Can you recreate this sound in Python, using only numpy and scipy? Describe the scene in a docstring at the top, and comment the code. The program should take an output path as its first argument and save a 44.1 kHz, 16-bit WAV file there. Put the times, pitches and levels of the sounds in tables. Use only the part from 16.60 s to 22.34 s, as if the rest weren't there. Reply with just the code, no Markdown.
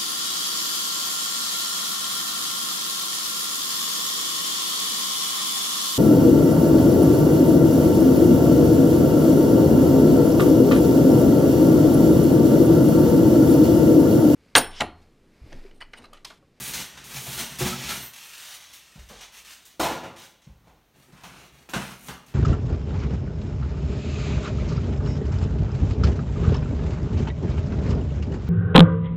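"""A small live room: a polystyrene block is dragged out of a big cardboard box, carried off rustling
and dropped on the floor, among footfalls; then hands rummage in the box and knock an insert loose.
Scraping is noise made of dense tiny slips; blows add short bursts of slips to ringing panels, block or floor.
Squeals are slips through a narrow resonance. Echoes are noise that follows the energy of the slips.
Quiet room air lies under it all, and one microphone colours the sum, the same in both channels."""
import sys
import numpy as np
from scipy import signal
from scipy.fft import rfft, irfft
from scipy.io import wavfile

SR = 44100
rng = np.random.default_rng(int(sys.argv[2]) if len(sys.argv) > 2 else 0)


def inscribe(sig):
    """Save sig as 16-bit PCM at rate SR to the path in sys.argv[1].

    A 1-D sig is mono; a 2-D sig holds one channel per row.
    Samples are clipped to [-1, 1] before scaling.
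    """
    pcm = np.round(np.clip(np.atleast_2d(sig).T, -1, 1) * 32767)
    wavfile.write(sys.argv[1], SR, pcm.astype(np.int16))


N = 253134
TIME = np.arange(N) / SR

# ways the box panels vibrate: [f/Hz, level/dB, time to fade by 60 dB/s]
BOX_MODES = [(69.3, 9, 0.31), (121.9, -4, 1), (135.4, 6, 0.58), (182.9, 1.5, 0.55), (221, -5.5, 0.56),
             (246.2, -3, 0.75), (314, -6.5, 0.19), (364.6, 2.5, 0.38), (500, 0.5, 0.64), (685, 6.5, 0.47),
             (841, 13, 0.23)]
# tone colour of rubbed or crushed foam: [f/Hz, relative level per Hz/dB]
FOAM_SPECTRUM = [(60, -13.5), (300, -19), (600, -4.5), (1000, 0), (3000, 4), (5500, 0.5), (9000, -5),
                 (16000, -10.5)]
# tone colour of rubbed or struck cardboard: [f/Hz, relative level per Hz/dB]
CARD_SPECTRUM = [(40, -0.5), (150, 4.5), (380, 0.5), (520, -2.5), (720, 0), (1050, 1), (1180, 0.5),
                 (1350, 1), (1900, -4.5), (2800, -6), (3400, -10), (4500, -11), (9000, -21), (16000, -30.5)]
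# tone colour of bumps, landings and shoe scuffs: [f/Hz, relative level per Hz/dB]
LANDING_SPECTRUM = [(40, -22.5), (150, -1.5), (330, -7.5), (480, -3.5), (950, -2.5), (1400, -8),
                    (2300, -10), (4000, -11), (9000, -19.5), (16000, -23.5)]


def undb(db):
    """Turn decibels into a gain."""
    return 10 ** (np.asarray(db) / 20)


def unit_rms(x):
    """Scale to a mean power of one."""
    return x / np.sqrt(np.mean(x ** 2))


def unit_energy(x):
    """Scale to a total energy of one."""
    return x / np.sqrt(np.sum(x ** 2))


def add(out, s, x):
    """Mix x into out from time s on."""
    i = max(int(s * SR), 0)
    out[i:i + len(x)] += x[:N - i]


def colour(x, spectrum, tilt_db=0, band_hz=(1, SR), size=4096):
    """Filter through spectrum points, with a tilt in dB per octave above 500 Hz; white noise keeps its power."""
    hz, db = np.transpose(spectrum)
    f = np.maximum(np.arange(size // 2 + 1) * SR / size, 1)
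    gain_db = np.interp(np.log2(f), np.log2(hz), db)
    gain_db = gain_db + tilt_db * np.maximum(np.log2(f / 500), 0)
    skirts = np.sqrt((1 + (band_hz[0] / f) ** 8) * (1 + (f / band_hz[1]) ** 8))
    # fold the log spectrum's transform forward in time, so the filter never sounds before its input
    cepstrum = irfft(np.log(undb(gain_db) / skirts + 1e-6))
    cepstrum[1:size // 2] *= 2
    cepstrum[size // 2 + 1:] = 0
    response = unit_energy(irfft(np.exp(rfft(cepstrum))))
    return signal.oaconvolve(x, response)[:len(x)]


def below(x, hz):
    """Gently take away what lies above hz."""
    return signal.sosfilt(signal.butter(2, hz, fs=SR, output="sos"), x)


def resonate(x, hz, width_hz):
    """Let one resonance through, with gain one at its centre."""
    return signal.lfilter(*signal.iirpeak(hz, hz / width_hz, fs=SR), x)


def slips(count, per_s, spread_db):
    """Surfaces stick and slip: tiny clicks at random moments, a few much larger than the rest."""
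    hit = rng.random(count) < per_s / SR
    size = undb(spread_db * np.minimum(rng.exponential(size=count), 5))
    return unit_rms(hit * size * rng.choice([-1, 1], count))


def walk(per_s):
    """Wander between random values, per_s of them each second, joined by straight lines."""
    knots = rng.standard_normal(N // 20)
    return np.interp(TIME * per_s, np.arange(len(knots)), knots)


def linger(power, t60_s):
    """Spread each bit of energy into an exponential decay."""
    keep = np.exp(-2 * np.log(1000) / (t60_s * SR))
    return signal.lfilter([1 - keep], [1, -keep], power)


def room(x, early_db, tail_db, early_t60_s=0.23, build_t60_s=0.031, treble_hz=5000):
    """Many echo paths add up to noise that follows the energy of the slips; treble dies sooner."""
    low_t60_s, treble_t60_s = 0.56, 0.39
    power = linger(x ** 2, build_t60_s)
    early = slips(len(x), 9000, 2.3) * np.sqrt(linger(power, early_t60_s))
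    low = below(rng.standard_normal(len(x)), treble_hz)
    high_pass = signal.butter(2, treble_hz, "high", fs=SR, output="sos")
    high = signal.sosfilt(high_pass, rng.standard_normal(len(x)))
    tail = low * np.sqrt(linger(power, low_t60_s)) + high * np.sqrt(linger(power, treble_t60_s))
    early_gain, tail_gain = undb(early_db), undb(tail_db)
    return (x + early_gain * early + tail_gain * tail) / np.sqrt(1 + early_gain ** 2 + tail_gain ** 2)


def flex(x, ring_db, decay_s=0.0073, shift_hz=1.696):
    """Dense, well damped bending of a sheet or block ripples the spectrum; the ripple shifts steadily."""
    t = TIME[:SR // 20]
    turn = 2 * np.pi * shift_hz * TIME[:len(x)]
    out = x
    for share in (np.cos(turn), np.sin(turn)):
        bending = rng.standard_normal(len(t)) * np.exp(-t / decay_s)
        response = undb(ring_db) * unit_energy(bending)
        out = out + signal.oaconvolve(x * share, response)[:len(x)]
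    return out / np.sqrt(1 + undb(ring_db) ** 2)


def effort(strokes, growth=1, fizz_share=0):
    """Each stroke takes hold, swells or slackens steadily, then lets go."""
    grip_s, release_s = 0.0035, 0.024
    power = np.zeros(N)
    for s, length_s, db, swell_db, fizz_db in strokes:
        t = TIME - s
        envelope = np.clip(t / grip_s, 0, 1) * np.exp(-np.clip(t - length_s, 0, 1) / release_s)
        swell = undb(swell_db * (np.clip(t / length_s, 0, 1) - .5))
        gain = undb(db + fizz_share * fizz_db) * (envelope * swell) ** growth
        power += gain ** 2
    return np.sqrt(power)


def friction(strokes, spectrum, rasp_db, per_s, crackle_db, judder_db, waver_db, early_db, tail_db):
    """Dense slips and sparse crackles under a juddering grip, with separate levels for rasp, hiss and fizz."""
    grip = unit_rms(undb(judder_db * walk(110) + waver_db * walk(25.06)))
    crackles = undb(crackle_db) * slips(N, 130, 1.7)
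    hiss = effort(strokes)
    # the gain of the top treble bends less with each swell and fade
    fizz = effort(strokes, growth=0.84, fizz_share=1)
    bands = [((1, 2000), undb(rasp_db) * hiss), ((2000, 9000), hiss), ((9000, SR), fizz)]
    out = np.zeros(N)
    for band_hz, gain in bands:
        grains = (slips(N, per_s, 1.65) + crackles) * grip * gain
        out += colour(room(grains, early_db, tail_db), spectrum, band_hz=band_hz)
    return flex(out, ring_db=-8.5)


def panel_weights(panel_hz, octaves=0.39):
    """The panel that is touched favours the box modes near its own pitch."""
    distance = np.log2(np.array(BOX_MODES)[:, 0] / panel_hz) / octaves
    return 1 / (1 + distance ** 2)


def drone(strokes, panel_hz, width_hz, growth):
    """Sliding keeps the box panels humming; the hum grows more slowly than the effort."""
    push = slips(N, 900, 2.8)
    hum = np.zeros(N)
    for weight, (hz, db, _) in zip(panel_weights(panel_hz, octaves=0.86), BOX_MODES):
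        hum += weight * undb(db) * resonate(push, hz, width_hz)
    drive = effort(strokes)
    return unit_rms(below(hum, 1440)) * (drive / drive.max()) ** growth


def crunch(length_s, spectrum, tilt_db, early_db, tail_db):
    """A contact crushes beads or fibres: a burst of slips dies away in the room; energy about one."""
    t = TIME[:SR]
    swell_and_fade = np.exp(-t / length_s) * (1 - np.exp(-4 * t / length_s))
    burst = unit_energy(slips(len(t), 9000, 4.2) * swell_and_fade)
    return colour(flex(room(burst, early_db, tail_db), ring_db=-7), spectrum, tilt_db)


def ring(modes, weights, rise_s=0.007, fast_s=0.015, linger_db=-7):
    """Damped modes, a little detuned at each blow: a quick thud, then a weaker ring; energy one."""
    t = TIME[:SR]
    hz, db, t60 = np.transpose(modes)[:, :, None]
    hz = hz * (1 + 0.01995 * rng.standard_normal(hz.shape))
    waves = np.sin(2 * np.pi * (hz * t + rng.random(hz.shape)))
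    partials = undb(db) * waves * np.exp(-np.log(1000) * t / t60)
    envelope = (1 - np.exp(-t / rise_s)) * (np.exp(-t / fast_s) + undb(linger_db))
    return unit_energy(np.dot(weights, partials) * envelope)


def box_blows(hits, spectrum, length_s, tilt_db):
    """Each blow crunches at the point of contact and makes the box panels boom."""
    out = np.zeros(N)
    for s, db, boom_db, panel_hz in hits:
        add(out, s, undb(db) * crunch(length_s, spectrum, tilt_db, early_db=3.5, tail_db=6.5))
        add(out, s, undb(boom_db) * ring(BOX_MODES, panel_weights(panel_hz)))
    return out


def scraping():
    """Foam drags along the box wall in pulls, and the rubbing keeps the panels humming."""
    # pulls: [start t/s, length/s, hiss level/dB, swell over the pull/dB, fizz level against the hiss/dB]
    pulls = [(-.02, 0.18, -39, -1.5, 2.5), (.125, 0.081, -38.5, 7.5, -5), (.25, 0.27, -51, 0, -17.5),
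             (.44, 0.13, -44, 16.5, -0.5), (.6, 0.18, -41, 7, 2.5), (.775, 0.038, -32, -3, -12),
             (.83, 0.24, -44, -2, -4), (.99, 0.13, -33, -6, -5.5), (1.13, 0.19, -37.5, 8, -6.5),
             (1.285, 0.17, -38.5, -11, -1.5)]
    drag = friction(pulls, FOAM_SPECTRUM, rasp_db=-5.5, per_s=4200, crackle_db=-7.0,
                    judder_db=1.0, waver_db=-0.5, early_db=0.5, tail_db=-1.5)
    return undb(-1.5) * drag + undb(-38.5) * drone(pulls, 166, 17.6, growth=0.78)


def room_air():
    """The quiet air of the room: coloured noise whose level wanders slowly."""
    # tone colour of the air: [f/Hz, relative level per Hz/dB]
    air_spectrum = [(25, -9), (60, -3), (110, -4.5), (250, -7.5), (600, -12.5), (1500, -17), (4000, -21.5),
                    (9000, -31.5), (16000, -27.5)]
    return undb(-63.5 + 0.82 * walk(4.0)) * colour(rng.standard_normal(N), air_spectrum)


def squeaks():
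    """Sliding foam squeals: for a moment the slips lock onto one resonance."""
    # squeals: [middle t/s, f/Hz, spread in time/s, level/dB]
    squeals = [(0.084, 9800, .007, -39), (1.135, 1310, 0.014, -40.5), (1.326, 1343, 0.025, -39.5),
               (1.456, 14100, 0.033, -44)]
    out = np.zeros(N)
    for s, hz, length_s, db in squeals:
        width_hz = 0.068 * hz
        once = resonate(slips(N, 2200, 1), hz, width_hz)
        squeal = unit_rms(resonate(once, hz, width_hz))
        out += undb(db) * squeal * np.exp(-.5 * ((TIME - s) / length_s) ** 2)
    return out


def snaps():
    """The foam catches and lets go in short bursts of slips."""
    # snaps: [t/s, energy level/dB, tilt/dB per octave]
    catches = [(.134, 1, 1.5), (.371, -12, -2.5), (.44, -13.5, 4.5), (.789, 1, 3.5), (0.986, 0, 4.5),
               (2.099, -19.5, -1), (2.13, -12.5, 3), (2.389, -21, -1.5), (2.487, -16, 1), (2.609, -13, -1),
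               (3.052, -18, 4.5), (3.561, -15.5, -2.5)]
    out = np.zeros(N)
    for s, db, tilt_db in catches:
        add(out, s, undb(db) * crunch(0.0069, FOAM_SPECTRUM, tilt_db, early_db=0, tail_db=5.0))
    return out


def cracks():
    """Single beads and paper fibres crack: mostly very short, bright bursts of slips."""
    # cracks: [t/s, energy level/dB, fading time/s]
    breaks = [(0.2024, -7.5, 0.00035), (0.73, -6.5, 0.00049), (4.631, -24, 0.01), (4.84, -33, .003),
              (5.095, -14.5, 0.00097), (5.15, -27, .004), (5.662, -25, 0.0028)]
    out = np.zeros(N)
    for s, db, length_s in breaks:
        add(out, s, undb(db) * crunch(length_s, FOAM_SPECTRUM, tilt_db=3.5, early_db=1, tail_db=8.0))
    return out


def bumps():
    """The foam bumps the box on its way out: a soft contact and a boom."""
    # bumps: [t/s, crunch energy level/dB, boom energy level/dB, pitch of the struck panel f/Hz]
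    hits = [(.56, -8.5, -5, 123), (.662, -7.5, -19, 526), (.676, -26, -5, 150), (.802, -6, -8, 217),
            (.825, -15, -13, 128), (1.007, 0, 5, 347), (1.012, -4, 4.5, 123), (1.022, -28, -7, 68),
            (1.056, 3, 6, 222), (1.291, -7, -24, 235)]
    return box_blows(hits, LANDING_SPECTRUM, length_s=0.01, tilt_db=1.5)


def rustling():
    """The packing shifts in the hands: foam rubs in light strokes."""
    # strokes: [start t/s, length/s, hiss level/dB, swell over the stroke/dB, fizz level against the hiss/dB]
    rustles = [(1.53, 0.43, -44.5, 5.5, -4), (2.0, 0.47, -53, -8, -8.5), (2.49, 0.15, -50.5, 8.5, -25),
               (2.72, 0.069, -47.5, 3, -6), (2.845, 0.093, -46, 1.5, -6.5), (2.97, 0.17, -58, -3.5, -11),
               (3.58, 0.066, -46.5, 0, -8), (3.815, .03, -59, 1, -24)]
    carry = friction(rustles, FOAM_SPECTRUM, rasp_db=-7.5, per_s=4400, crackle_db=-15.5,
                     judder_db=1.75, waver_db=1.3, early_db=-9.0, tail_db=-2.5)
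    return undb(-1.0) * carry


def footsteps():
    """Each footfall rings the floor, heel higher than sole, and scuffs its surface."""
    # footfalls: [t/s, heel energy level/dB, delay to the sole/s, sole energy level/dB, scuff energy level/dB]
    steps = [(2.354, -16, 0.025, -10.5, -23.5), (2.496, -35, 0.067, -24, -13),
             (3.867, -12.5, 0.0234, -15, -27), (4.04, -28, 0.031, -24.5, -30.5),
             (4.07, -25, 0.033, -33, -22)]
    # ways the floor vibrates: [multiple of its pitch, level/dB, time to fade by 60 dB/s]
    floor = [(.7, -1, 1), (1, 0.5, 0.52), (1.27, -2, .5), (1.75, -12, 0.3)]
    heel_hz, sole_hz = 155.3, 62.5  # pitch of the floor under each
    out = np.zeros(N)
    for s, heel_db, roll_s, sole_db, scuff_db in steps:
        for delay_s, db, floor_hz in [(0, heel_db, heel_hz), (roll_s, sole_db, sole_hz)]:
            modes = [(floor_hz * ratio, mode_db, t60) for ratio, mode_db, t60 in floor]
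            thud = ring(modes, np.ones(len(modes)), rise_s=0.0016, fast_s=0.014, linger_db=-6)
            add(out, s + delay_s, undb(db) * thud)
        scuff = crunch(0.0082, LANDING_SPECTRUM, tilt_db=-3.0, early_db=-18.0, tail_db=9)
        add(out, s, undb(scuff_db) * scuff)
    return out


def drops():
    """The foam block lands, topples and settles: each contact crunches and rings the block."""
    # landings: [t/s, crunch energy level/dB, fading time/s, tilt/dB per octave, ring energy level/dB]
    landings = [(3.1947, 8.5, 0.013, 0, 7.5), (3.227, 8.5, 0.017, -1.5, -1), (3.308, 0.5, 0.0064, -2.5, 1),
                (3.43, -4, .011, -3.5, -7.5)]
    # ways the block vibrates: [f/Hz, level/dB, time to fade by 60 dB/s]
    block = [(70.5, -6, 0.28), (98, -7.5, 0.93), (180, -13, 1), (247.8, -4, 0.62), (308, 4.5, 0.21),
             (339, -2, 0.74), (404, -3.5, 0.42), (546, 0, 0.76), (654, 0.5, 0.49), (750, 1, 0.62),
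             (860, -1.5, 0.8), (1000, -4.5, 0.82), (1373, -6.5, 0.77)]
    out = np.zeros(N)
    for s, db, length_s, tilt_db, ring_db in landings:
        add(out, s, undb(db) * crunch(length_s, LANDING_SPECTRUM, tilt_db, early_db=1.0, tail_db=8.5))
        add(out, s, undb(ring_db) * ring(block, np.ones(len(block))))
    return out


def rummaging():
    """Hands and the insert slide over cardboard, and the box panels hum faintly."""
    # strokes: [start t/s, length/s, hiss level/dB, swell over the stroke/dB, fizz level against the hiss/dB]
    slides = [(4.34, 0.16, -62, -1, -2), (4.52, 0.12, -54.5, -3, -10), (4.635, 0.23, -51.5, -3.5, -9),
              (4.92, 0.15, -58.5, -8, -5.5), (5.16, 0.18, -44.5, -1.5, -6), (5.37, 0.11, -54.5, 16.5, 5),
              (5.68, 0.049, -53.5, -9, -12)]
    rub = friction(slides, CARD_SPECTRUM, rasp_db=0.0, per_s=3600, crackle_db=-22,
                   judder_db=2.0, waver_db=1.4, early_db=-5.5, tail_db=-2)
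    return undb(-2.5) * rub + undb(-56.5) * drone(slides, 154, 14.0, growth=0.2)


def knocks():
    """Hands and the insert knock on the box: a hard, short contact and a boom."""
    # knocks: [t/s, crunch energy level/dB, boom energy level/dB, pitch of the struck panel f/Hz]
    hits = [(4.347, -35, -45, 330), (4.48, -33, -28, 330), (4.523, -27, -16, 169), (4.635, -10, -36, 230),
            (5.089, -11.5, -22, 260), (5.135, 5.5, -3, 290), (5.156, -4, 2, 196), (5.483, -4, -8.5, 210),
            (5.5, -32, -15, 57.6)]
    return box_blows(hits, CARD_SPECTRUM, length_s=0.0035, tilt_db=1)


def scene():
    """The handling over the quiet air of the room, the same in both channels."""
    foam = scraping() + squeaks() + snaps() + cracks() + rustling() + drops()
    box = bumps() + rummaging() + knocks()
    return np.tile(foam + box + footsteps() + room_air(), (2, 1))


def record(dry):
    """The microphone's place hollows the bass and its port ripples the treble; the top is cut steeply."""
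    # tone colour of the microphone: [f/Hz, relative level/dB]
    microphone = [(20, -32), (36, -2.5), (66, 2.5), (92, -6), (125, -1), (4000, -0.5), (4850, -3),
                  (6200, 2.5), (7000, 0.5), (7800, -0.5), (9500, 2), (10500, -3), (12000, 1), (16000, -0.5)]
    heard = np.array([colour(channel, microphone) for channel in dry])
    top_cut = signal.ellip(12, .1, 80, 15850, fs=SR, output="sos")  # low-pass at 15850 Hz
    return signal.sosfilt(top_cut, heard)


dry = scene()
out = record(dry)
inscribe(out)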